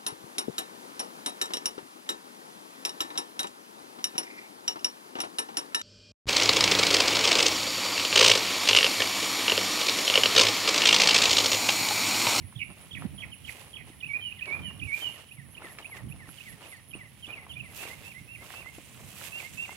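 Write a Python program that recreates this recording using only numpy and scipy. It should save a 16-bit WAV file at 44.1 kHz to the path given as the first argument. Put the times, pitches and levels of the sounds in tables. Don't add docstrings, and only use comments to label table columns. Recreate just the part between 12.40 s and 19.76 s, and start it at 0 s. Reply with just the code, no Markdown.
import sys
import numpy as np
from scipy import signal
from scipy.fft import rfft, irfft, next_fast_len
from scipy.io import wavfile
from scipy.ndimage import uniform_filter1d, map_coordinates

SR = 44100
rng = np.random.default_rng(int(sys.argv[2]) if len(sys.argv) > 2 else 0)


def transcribe(signal):
    frames = np.atleast_2d(signal).T
    limited = np.clip(frames, -1, 1)
    pcm = np.round(limited * 32767).astype(np.int16)
    wavfile.write(sys.argv[1], SR, pcm)


N = 324576


# freq_hz, density_db_per_hz
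AIR_SPECTRUM = [(25, -44), (60, 4.5), (120, 7.5), (250, -2), (500, -17.5), (1400, -20.5), (2300, -11),
                (3000, -13.5), (4200, -22), (6300, -37), (8500, -38), (12500, -30), (15800, -23)]
# freq_hz, density_db_per_hz
WHINE_SPECTRUM = [(4600, -18), (5350, -3.5), (5650, 2), (5950, -7.5), (6700, -40)]
# start_s, length_s, start_hz, middle_hz, end_hz, level_db
PEEPS = [(3.1, .04, 6500, 6150, 5800, -73), (4.327, .06, 4670, 4520, 4150, -70)]
# freq_hz, t60_s
GARDEN_T60 = [(300, 0.29), (2500, 0.53), (10000, 0.12)]

# freq_hz, density_db_per_hz
CHORUS_SPECTRUM = [(8000, -43), (9000, -1), (9600, 1.5), (10200, 2), (10700, 0.5), (11300, -2),
                   (12000, -22)]
# time_s, level_db
CROWD_LEVEL = [(0, -69.5), (2.3, -69.5), (3, -69.5), (4.5, -72), (5.5, -69.5), (7.36, -73.5)]
# centre_s (first chirp), count, period_s, pitch_hz, first_db, last_db
CHIRP_RUNS = [(.08, 13, .1885, 11150, -75, -71), (2.748, 5, .1925, 11150, -64, -62),
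              (3.711, 5, .1985, 11170, -57, -58.5), (4.7, 13, .208, 11170, -68, -72),
              (.085, 7, .172, 10680, -63, -59), (1.37, 7, .18, 10660, -71, -61),
              (.13, 2, .19, 9500, -65, -62), (1.3, 4, .187, 9400, -68, -67),
              (2.29, 2, .209, 9450, -67, -63), (3.25, 2, .214, 9530, -64, -59),
              (3.78, 3, .18, 9450, -71, -66), (4.329, 2, .233, 9350, -61, -60.5),
              (5.27, 9, .236, 9420, -70, -67)]
# time_s, level_db, pulse_rate_hz
RASP_COURSE = [(0, -100, 15), (5.9, -95, 29), (6.35, -64.5, 27), (6.8, -60, 26), (7.36, -57.5, 18.3)]
# freq_hz, density_db_per_hz
RASP_SPECTRUM = [(4500, -20), (6300, -6.5), (7600, -5), (8600, -2), (9600, -25), (12000, -34)]

# start_s, level_db, pitch_shift_hz
FAR_WHISTLES = [(.01, -62, 86), (1.503, -65, 13), (1.723, -56, -15), (1.97, -56, -55), (2.236, -57, -53),
                (2.481, -57.5, -17), (2.73, -58, -35), (2.969, -55.5, 15), (3.229, -49, -10),
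                (3.512, -48, 35), (3.792, -52, -30), (4.056, -50.5, 37), (4.311, -51.5, 35),
                (4.588, -51.5, 44), (4.954, -50.5, 219), (5.228, -53.5, 189)]
FALL_S, FALL_HZ = .052, (2297, 1953, 1736)

# delay_s, length_s, start_hz, middle_hz, end_hz, level_db
SLUR = [(0, 0.0254, 3120, 2930, 2420, -54)]
LOOP = [(0, .011, 3550, 2950, 2800, -51.5), (.021, 0.023, 2397, 2550, 2870, -42.5),
        (.049, 0.0225, 2377, 2644, 2950, -51.5), (.075, 0.056, 2358, 2240, 2286, -50.5),
        (.122, .046, 2246, 2406, 2420, -40.5)]
HIGH_WHISTLE = [(0, .04, 3122, 3064, 2864, -47), (.028, 0.0615, 3107, 2908, 2750, -42.5)]
DOWN_UP = [(0, 0.012, 3215, 2970, 2800, -57.5), (.023, .02, 2352, 2635, 2870, -50.5)]
TWIRL = [(0, 0.0332, 3185, 2970, 2640, -48.5), (.032, 0.02, 3144, 3410, 3530, -58.5),
         (.061, .031, 2385, 2410, 2520, -50.5), (.097, .022, 3030, 2730, 2528, -49.5)]
SEESAW = [(0, 0.078, 2585, 2701, 2755, -52.5), (.07, .015, 2730, 2500, 2100, -55),
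          (.104, .052, 1990, 2076, 2200, -56)]
CURL = [(0, .014, 2340, 2520, 2800, -48.5)]
# (start_s, first_note_gain_db, last_note_gain_db, pitch_shift_hz)
PHRASES = [(SLUR, [(.917, 2.5, 0, 0)]), (CURL, [(1.913, 0.5, 0, 0)]), (LOOP, [(1.604, -0.5, 3, 14),
           (1.989, 1, 2, -17), (2.394, 0.5, 2, -29.5)]), (HIGH_WHISTLE, [(1.808, -0.5, 0, 13),
           (2.217, -6.5, -4, -9), (2.61, 5, 2, 8.5)]), (DOWN_UP, [(2.885, -2.5, -4.5, 17),
           (3.145, 0.5, -1.5, 3), (3.422, 3, 1, -53), (3.687, -6, -2.5, -22), (3.976, 1.5, -2.5, 50),
           (4.229, -2, -8, -20), (4.507, 1.5, 1.5, 37)]), (TWIRL, [(4.825, 0, 1, 4.3),
           (5.093, 0.5, 0, 14)]), (SEESAW, [(5.385, 0.5, 1, -11), (5.639, -3, 1, -7), (5.877, -1, -4, 5.5),
           (6.141, -0.5, 1.5, -6), (6.92, 6.5, 1.5, 34), (7.173, 10, -1, 21)])]
# start_s, buzz_delay_s, buzz_length_s, buzz_pitch_hz,
# opening_shift_hz, opening_gain_db, buzz_level_db
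BUZZES = [(0.153, 0.041, .044, 2542, 220, -6.5, -42.5), (0.509, 0.044, 0.029, 2204, 63, 0.5, -51),
          (0.779, .044, 0.024, 2360, -4, 1.5, -47.5), (1.041, 0.041, 0.0177, 2330, -60, -3, -45.5),
          (1.331, 0.041, 0.054, 2320, 0, 1, -57.5)]
# delay_s, length_s, start_hz, middle_hz, end_hz, level_db
OPENING = [(0, 0.0147, 3320, 3124, 2860, -50), (.02, .016, 3490, 3283, 3230, -53.5)]
TUMBLE_S, TUMBLE_HZ, TUMBLE_DB = .008, 3290, -47.5
BUZZ_SAG_HZ, BUZZ_DEPTH_HZ = 149, 312

# peak_s, rise_s, fall_s, level_db; rise and fall each span 20 dB
GUSTS = [(.02, 0.07, 0.14, -45), (.3, 0.36, .09, -49), (.665, .2, 0.025, -38.5), (.79, 0.36, 0.26, -43.5),
         (1.06, .06, 0.17, -52), (1.41, 0.11, 0.25, -50), (1.68, 0.17, 0.11, -54), (2.195, 0.11, 0.19, -43),
         (2.41, 0.15, 0.16, -39.5), (2.68, 0.055, 0.099, -52), (3.05, .12, 0.24, -49.5),
         (3.68, 0.092, 0.18, -40), (3.89, 0.072, 0.086, -46.5), (4.12, .12, 0.082, -50.5),
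         (4.57, 0.19, .16, -51), (5.24, 0.58, 0.32, -52), (5.62, .3, 0.081, -54), (5.815, 0.05, 0.076, -49),
         (5.96, 0.073, 0.086, -56), (6.35, 0.12, .15, -53), (6.66, .3, .35, -53), (7.15, 0.1, .12, -50)]
# freq_hz, density_db_per_hz
RUMBLE_SPECTRUM = [(20, -58), (35, -23), (55, -2.5), (80, 1), (140, 2), (240, -7.5), (330, -14), (480, -33),
                   (1500, -54)]
# start_s, pitch_hz, level_db
BUMPS = [(0.034, 96, -27), (0.157, 123, -25.5), (0.649, 204, -16.5), (0.663, 101, -34), (2.277, 184, -27.5),
         (2.364, 91, -36), (2.445, 90, -27), (2.982, 132, -30), (3.635, 85, -29.5), (3.696, 148, -27.5)]

# peak_s, rise_s, fall_s, level_db; rise and fall each span 20 dB
TREADS = [(.14, 0.079, 0.072, -64), (.303, 0.014, 0.04, -50.5), (.385, 0.076, 0.34, -58),
          (.645, 0.11, 0.06, -50), (.9, 0.35, 0.043, -59.5), (1.175, .17, 0.34, -53.5),
          (1.492, .1, 0.087, -59), (1.795, 0.14, .04, -55.5), (2.08, .042, 0.29, -47.5),
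          (2.635, 0.24, 0.18, -52), (2.8, 0.13, 0.067, -55), (3.25, 0.1, 0.13, -49), (3.4, .16, 0.088, -55),
          (3.587, 0.2, .09, -52), (3.79, 0.35, 0.71, -62.5), (4.26, 0.15, 0.16, -52),
          (4.555, .03, .15, -58), (4.888, 0.026, 0.17, -52.5), (4.975, 0.082, 0.31, -54.5),
          (5.435, 0.18, .24, -48.5), (5.645, 0.19, 0.12, -56), (6.025, 0.018, 0.16, -51.5),
          (6.13, 0.087, .45, -54.5), (6.58, 0.1, 0.21, -56.5), (6.82, .22, 0.32, -54),
          (7.03, 0.096, 0.03, -49.5), (7.33, .4, 0.16, -55)]
# freq_hz, density_db_per_hz
TURF_SPECTRUM = [(120, -40), (280, -0.5), (600, 1.5), (1100, -1), (1500, -7.5), (2200, -4), (3200, -18.5),
                 (4500, -17), (9000, -61)]
# freq_hz, density_db_per_hz
STALK_SPECTRUM = [(300, -25), (800, -4), (1300, -1), (3500, -6), (5000, -20), (9000, -32)]
# start_s, pitch_hz, level_db
HEELS = [(1.501, 307, -40), (3.245, 312, -41), (3.886, 300, -43), (4.552, 317, -34), (4.879, 304, -39),
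         (6.382, 327, -36)]
# start_s, pitch_hz, level_db, pan_left_minus_right_db
SNAPS = [(.1258, 1100, -42, 0), (.3088, 975, -45, -12), (0.6221, 1210, -33.5, -2), (2.0574, 2114, -34, -10),
         (2.1524, 1230, -35, 4), (2.1972, 1110, -38, 7), (2.218, 1170, -46, 7), (2.309, 1200, -39, 4),
         (2.7787, 2550, -37.5, -20), (3.2202, 945, -32, -3), (3.244, 1260, -43, -13),
         (3.3863, 2300, -29, -6), (3.5698, 1700, -37, -8), (3.8902, 1320, -35.5, 2), (4.37, 7000, -45, -9),
         (4.5553, 960, -52, 16), (4.882, 1040, -43, -1), (5.0667, 1070, -37.5, -1), (5.436, 1640, -32, -5),
         (6.1048, 1690, -31.5, -9), (6.1393, 1450, -35.5, 1), (6.206, 686, -35.5, -1),
         (6.2605, 1060, -39, 1.5), (6.3846, 624, -35, 16), (6.8138, 1280, -33.5, -2),
         (7.2928, 880, -32.5, 5.5)]
# peak_s, rise_s, fall_s, swish_db, dry_crackle_db; rise and fall span 20 dB
SWEEPS = [(.41, 0.16, 0.28, -63.5, -66.5), (.62, 0.2, 0.11, -67, -70), (.82, 0.063, 0.12, -65, -71),
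          (1.09, 0.08, 0.32, -55.5, -59.5), (1.21, 0.16, 0.076, -56, -65), (1.495, 0.12, 0.041, -62, -77),
          (2.1, .14, 0.45, -66, -77), (2.585, .13, 0.25, -50.5, -53.5), (2.79, 0.19, 0.19, -59, -73),
          (3.27, 0.081, .3, -62, -64), (3.39, .04, 0.18, -59.5, -74), (3.568, 0.059, 0.079, -55.5, -62),
          (3.98, 0.21, 0.27, -58.5, -64), (4.09, 0.44, .2, -60.5, -67), (4.24, 0.11, 0.28, -57.5, -67),
          (4.86, 0.3, 0.43, -64.5, -73), (5.12, 0.084, .15, -73, -67), (5.365, 0.063, 0.26, -53.5, -48.5),
          (5.45, 0.2, 0.24, -51, -63), (5.633, .08, 0.29, -57.5, -60), (6.06, 0.15, 0.4, -57.5, -59),
          (6.125, 0.09, 0.26, -55, -61), (6.38, 0.27, 0.65, -62, -67), (6.72, 0.25, 0.12, -64, -61),
          (6.871, 0.32, 0.093, -49.5, -49.5), (7.02, 0.2, 0.17, -53, -56), (7.14, 0.064, 0.65, -61, -61),
          (7.34, 0.77, .2, -58, -67)]
# freq_hz, density_db_per_hz
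BLADE_SPECTRUM = [(700, -35), (1500, 1), (2700, 11), (4200, 0), (6000, -4), (8500, -1.5), (11000, -25),
                  (13000, -3.5), (16000, -33)]
# freq_hz, density_db_per_hz
DRY_STEM_SPECTRUM = [(5000, -5), (9000, -1.5), (11500, -0.5), (13000, -1), (15800, -8.5)]

SWISH_REST_DB, DRY_REST_DB, CRUSH_REST_DB, GUST_REST_DB = -72, -75.5, -68, -64.5
STALKS_PER_S, STALK_DB = 30, -7
TOP_HZ = 15827


def amp(db):
    return 10 ** (np.asarray(db) / 20)


def unit(x):
    return x / np.sqrt(np.mean(x ** 2) + 1e-20)


def along(points, hz):
    f, v = np.transpose(points)
    return np.interp(np.log(hz + 1), np.log(f + 1), v)


def curves(rows):
    s, *cols = np.transpose(rows)
    return [np.interp(np.arange(N) / SR, s, c) for c in cols]


def wobble(rate_hz):
    knots = rng.standard_normal(int(N * rate_hz / SR) + 4)
    return map_coordinates(knots, [np.arange(N) * rate_hz / SR])


def swells(rows, rest_db):
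    t = np.arange(0, N, 32) / SR
    power = amp(rest_db) ** 2
    for s, rise_s, fall_s, db in rows:
        drop_db = 20 * np.maximum((s - t) / rise_s, (t - s) / fall_s)
        power = power + amp(db - drop_db) ** 2
    return np.interp(np.arange(N) / SR, t, 10 * np.log10(power))


def filtered(x, response):
    m = next_fast_len(N + SR // 2)
    return irfft(rfft(x, m) * response(np.fft.rfftfreq(m, 1 / SR)), m)[..., :N]


def add(track, s, sound):
    i = max(round(s * SR), 0)
    part = track[..., i:i + sound.shape[-1]]
    part += sound[..., :part.shape[-1]]


def panned(pan_db):
    return unit(amp([[pan_db / 2], [-pan_db / 2]]))


def ports(x, lead_s):
    sides = np.array([[1], [-1]])
    return filtered(x, lambda hz: np.exp(1j * np.pi * hz * lead_s * sides))


def spread(three, spectrum, alike, pan_db):
    share = np.clip(alike, 0, 1)
    pair = np.sqrt(share) * three[0] + np.sqrt(1 - share) * three[1:]
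    return unit(filtered(pair, lambda hz: amp(along(spectrum, hz)))) * panned(pan_db)


def noise():
    return rng.standard_normal((3, N))


def crackle(rate_hz, scatter_db, hiss):
    sizes = amp(scatter_db * np.clip(noise(), -2, 2)) * np.sign(noise())
    fractures = unit(sizes * (rng.random((3, N)) < rate_hz / SR))
    return fractures + hiss * noise()


def garden(x):
    hz, t, z = signal.stft(rng.standard_normal((2, SR // 2)), SR, nperseg=256)
    decay = amp(-60 * t / along(GARDEN_T60, hz)[:, None])
    tail = signal.istft(z * decay, SR, nperseg=256)[1]
    return signal.fftconvolve(x[None], tail / np.linalg.norm(tail[0]), axes=1)[:, :N]


def nearby(x, life_s):
    t = np.arange(SR // 16) / SR
    hits = rng.random((2, len(t))) < .02
    taps = rng.standard_normal((2, len(t))) * hits * np.exp(-t / life_s)
    taps = taps / np.linalg.norm(taps, axis=1, keepdims=True)
    return signal.fftconvolve(x[None], taps, axes=1)[:, :N]


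def whistle(length_s, start_hz, middle_hz, end_hz, warble_hz,
            warble_rate_hz=92, edge_s=0.0006, overtone_db=-36):
    t = np.arange(-SR // 400, int((length_s + edge_s) * SR)) / SR
    u = np.clip(t / length_s, 0, 1)
    hz = start_hz * (1 - u) * (1 - 2 * u) + middle_hz * (2 * u) * (2 - 2 * u) + end_hz * u * (2 * u - 1)
    warble = warble_hz * np.sin(2 * np.pi * warble_rate_hz * t)
    phase = 2 * np.pi * np.cumsum(hz - warble) / SR
    edge = np.clip(np.minimum(t - t[0], t[-1] - t) / edge_s, 0, 1)
    gate = np.sin(np.pi / 2 * edge) ** 2
    swell = .45 + np.sin(np.pi * u ** 1.25)
    tone = np.sin(phase) + amp(overtone_db) * np.sin(2 * phase)
    return unit(gate * swell) * unit(tone)


def open_air():
    return amp(-55.5 + 1.7 * wobble(3.18)) * spread(noise(), AIR_SPECTRUM, alike=0.52, pan_db=-2.0)


def insect_whine():
    return amp(-76.5 + 1.6 * wobble(5)) * spread(noise(), WHINE_SPECTRUM, alike=0.14, pan_db=6)


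def peeping_bird():
    peeps = np.zeros(N)
    for s, length_s, start_hz, middle_hz, end_hz, db in PEEPS:
        add(peeps, s, amp(db) * whistle(length_s, start_hz, middle_hz, end_hz, 0))
    return nearby(peeps, life_s=.01)


def chirp(hz, stroke_rate_hz=137, length_s=0.051, drop_hz=500, rasp_rad=0.09):
    t = np.arange(int(length_s * SR)) / SR
    stroke, part = np.divmod(stroke_rate_hz * t, 1)
    strokes = np.sin(np.pi * part) ** 2 * np.sin(np.pi * t / length_s) ** 0.58
    fresh = rng.random(size=32)[stroke.astype(int)]
    phase = 2 * np.pi * (np.cumsum(hz - drop_hz * (part - .5)) / SR + fresh)
    jitter = rasp_rad * unit(uniform_filter1d(rng.standard_normal(len(t)), size=40))
    return unit(strokes * np.sin(phase + jitter))


def insect_runs():
    trill = np.zeros(N)
    for centre_s, count, period_s, hz, first_db, last_db in CHIRP_RUNS:
        for k, db in enumerate(np.linspace(first_db, last_db, count)):
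            add(trill, centre_s + k * period_s - .028, amp(db + rng.normal(0, 1)) * chirp(hz))
    return trill


def insect_crowd(centre_hz=10250, mean_period_s=.19):
    crowd = np.zeros((2, N))
    for pitch, (pace, lag, side) in zip(np.linspace(-1, 1, 6), rng.uniform(-1, 1, size=(6, 3))):
        for k, size in enumerate(rng.standard_normal(size=45)):
            s = mean_period_s * (abs(lag) + k * (1 + .12 * pace))
            add(crowd, s, amp(2 * size) * panned(4 * side) * chirp(centre_hz + 500 * pitch))
    return crowd


def insects():
    crowd_db, = curves(CROWD_LEVEL)
    blur_gain = amp(crowd_db + 6.0 + 3.3 * wobble(260))
    blur = blur_gain * spread(noise(), CHORUS_SPECTRUM, alike=0.097, pan_db=-6.0)
    trill = insect_runs()
    direct = ports(trill + amp(crowd_db - 2.5) * insect_crowd(), lead_s=2e-5)
    return amp(6) * panned(-12) * (direct + amp(-10) * garden(trill)) + blur


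def rasping_insect(depth_db=5):
    level_db, rate_hz = curves(RASP_COURSE)
    beat = np.sin(2 * np.pi * np.cumsum(rate_hz) / SR)
    return amp(level_db + depth_db * beat) * spread(noise(), RASP_SPECTRUM, alike=0.074, pan_db=-4)


def far_bird():
    voice = np.zeros(N)
    for s, db, shift_hz in FAR_WHISTLES:
        note = whistle(FALL_S, *np.add(FALL_HZ, shift_hz), 0)
        note = amp(db) * unit(note * amp(-9 * np.linspace(0, 1, len(note))))
        add(voice, s, note)
        add(voice, s + .047, amp(-7.5) * note)
    voice = voice * amp(2.3 * wobble(150))
    around = amp(-11) * nearby(voice, life_s=.012) + amp(-14) * garden(voice)
    return amp(0.5) * panned(-2.7) * (ports(voice, lead_s=0.00011) + around)


def motif(notes, first_db, last_db, shift_hz):
    out = np.zeros(SR // 4)
    gains_db = np.linspace(first_db, last_db, len(notes))
    for (delay_s, length_s, start_hz, middle_hz, end_hz, db), gain_db in zip(notes, gains_db):
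        path_hz = (start_hz + shift_hz, middle_hz + shift_hz, end_hz + shift_hz)
        note = whistle(length_s, *path_hz, 0, overtone_db=-43.5)
        add(out, delay_s, amp(db + gain_db) * note)
    return out


def buzz_chirps():
    voice = np.zeros(N)
    for s, delay_s, length_s, hz, shift_hz, opening_db, db in BUZZES:
        tumble = whistle(TUMBLE_S, TUMBLE_HZ, (TUMBLE_HZ + hz) / 2, hz, 0)
        buzz = whistle(length_s, hz + BUZZ_SAG_HZ, hz, hz - BUZZ_SAG_HZ, BUZZ_DEPTH_HZ, warble_rate_hz=110)
        add(voice, s, motif(OPENING, opening_db, opening_db, shift_hz))
        add(voice, s + delay_s - TUMBLE_S, amp(TUMBLE_DB + opening_db) * tumble)
        add(voice, s + delay_s, amp(db) * buzz)
    return voice


def near_bird():
    voice = buzz_chirps()
    for notes, calls in PHRASES:
        for s, first_db, last_db, shift_hz in calls:
            add(voice, s, motif(notes, first_db, last_db, shift_hz))
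    voice = voice * amp(2.1 * wobble(220))
    around = amp(-8) * nearby(voice, life_s=.011) + amp(-12.5) * garden(voice)
    return amp(6) * panned(-10) * (ports(voice, lead_s=1e-4) + around)


def port_gusts():
    gust_db = swells(GUSTS, GUST_REST_DB) + 1.5 + 2.5 * wobble(28)
    return amp(gust_db) * spread(noise(), RUMBLE_SPECTRUM, alike=0.13, pan_db=-10)


def hand_bumps():
    bumps, t = np.zeros(N), np.arange(SR // 8) / SR
    for s, hz, db in BUMPS:
        cycles = hz * t / 1.1
        envelope = cycles ** 2 * np.exp(2 - 2 * cycles)
        add(bumps, s, amp(db) * envelope * np.sin(2 * np.pi * hz * t))
    bumps = signal.sosfilt(signal.butter(2, 60, "high", fs=SR, output="sos"), bumps)
    return amp(-6.0) * panned(-17) * bumps


def stalks(life_s=0.00076):
    breaks = crackle(rate_hz=STALKS_PER_S, scatter_db=3, hiss=0)
    t = np.arange(SR // 200) / SR
    burst = rng.standard_normal((3, len(t))) * np.exp(-t / life_s)
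    breaks = signal.fftconvolve(breaks, burst, axes=1)[:, :N]
    gain = amp(swells(TREADS, CRUSH_REST_DB) + STALK_DB)
    return gain * spread(breaks, STALK_SPECTRUM, alike=0.45, pan_db=-1)


def heels(life_s=0.0043):
    out, t = np.zeros(N), np.arange(SR // 16) / SR
    for s, hz, db in HEELS:
        add(out, s, amp(db) * np.sin(2 * np.pi * hz * t) * np.exp(-t / life_s))
    return out


def snaps(ring_s=0.00098, rustle_s=0.0038):
    out, t = np.zeros((2, N)), np.arange(SR // 25) / SR
    for s, hz, db, pan_db in SNAPS:
        band_hz = [hz / 2, min(hz * 1.73, SR / 2 - 1)]
        band = signal.butter(2, band_hz, "band", fs=SR, output="sos")
        fibres = unit(signal.sosfilt(band, rng.standard_normal(len(t)))) * np.exp(-t / rustle_s)
        ping = np.sin(2 * np.pi * hz * t) * np.exp(-t / ring_s) * (1 - np.exp(-4 * hz * t))
        add(out, s, amp(db) * panned(pan_db) * (1.25 * ping + .35 * fibres))
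    return ports(out, lead_s=-0.000086)


def blade_ticks(rate_hz=55, life_s=0.0033):
    flicks = (rng.random((3, N)) < rate_hz / SR) * amp(4 * np.clip(noise(), -2, 2))
    t = np.arange(SR // 100) / SR
    burst = rng.standard_normal((3, len(t))) * np.exp(-t / life_s)
    ticks = signal.fftconvolve(flicks, burst, axes=1)[:, :N]
    return spread(ticks, BLADE_SPECTRUM, alike=0.11, pan_db=-23.5)


def shoe_sweeps():
    catch_db = 1.3 * wobble(35)
    swish_rows = [(s, rise_s, fall_s, db) for s, rise_s, fall_s, db, _ in SWEEPS]
    dry_rows = [(s, rise_s, fall_s, db) for s, rise_s, fall_s, _, db in SWEEPS]
    swish_db = swells(swish_rows, SWISH_REST_DB) + catch_db
    dry_db = swells(dry_rows, DRY_REST_DB) + catch_db
    grains = crackle(rate_hz=1300, scatter_db=6, hiss=.5)
    swish = amp(swish_db + 5.0) * spread(grains, BLADE_SPECTRUM, alike=0.26, pan_db=-12.5)
    ticks = amp(swish_db - 3) * blade_ticks()
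    brittle = crackle(rate_hz=900, scatter_db=5, hiss=.55)
    stems = amp(dry_db + 6.0) * spread(brittle, DRY_STEM_SPECTRUM, alike=0.13, pan_db=-5.5)
    return swish + ticks + stems


def turf_crush():
    crush_db = swells(TREADS, CRUSH_REST_DB) + 1.0 + 2.54 * wobble(90)
    grains = crackle(rate_hz=900, scatter_db=4.5, hiss=0.89)
    crush = amp(crush_db) * spread(grains, TURF_SPECTRUM, alike=0.89, pan_db=1.5)
    return ports(crush, lead_s=-0.00012)


def scene():
    distance = open_air() + insect_whine() + peeping_bird()
    animals = insects() + rasping_insect() + far_bird() + near_bird()
    handling = port_gusts() + hand_bumps()
    walk = stalks() + heels() + snaps() + shoe_sweeps() + turf_crush()
    return distance + animals + handling + walk


def record(dry):
    return filtered(dry, lambda hz: hz < TOP_HZ)


dry = scene()
out = record(dry)
transcribe(out)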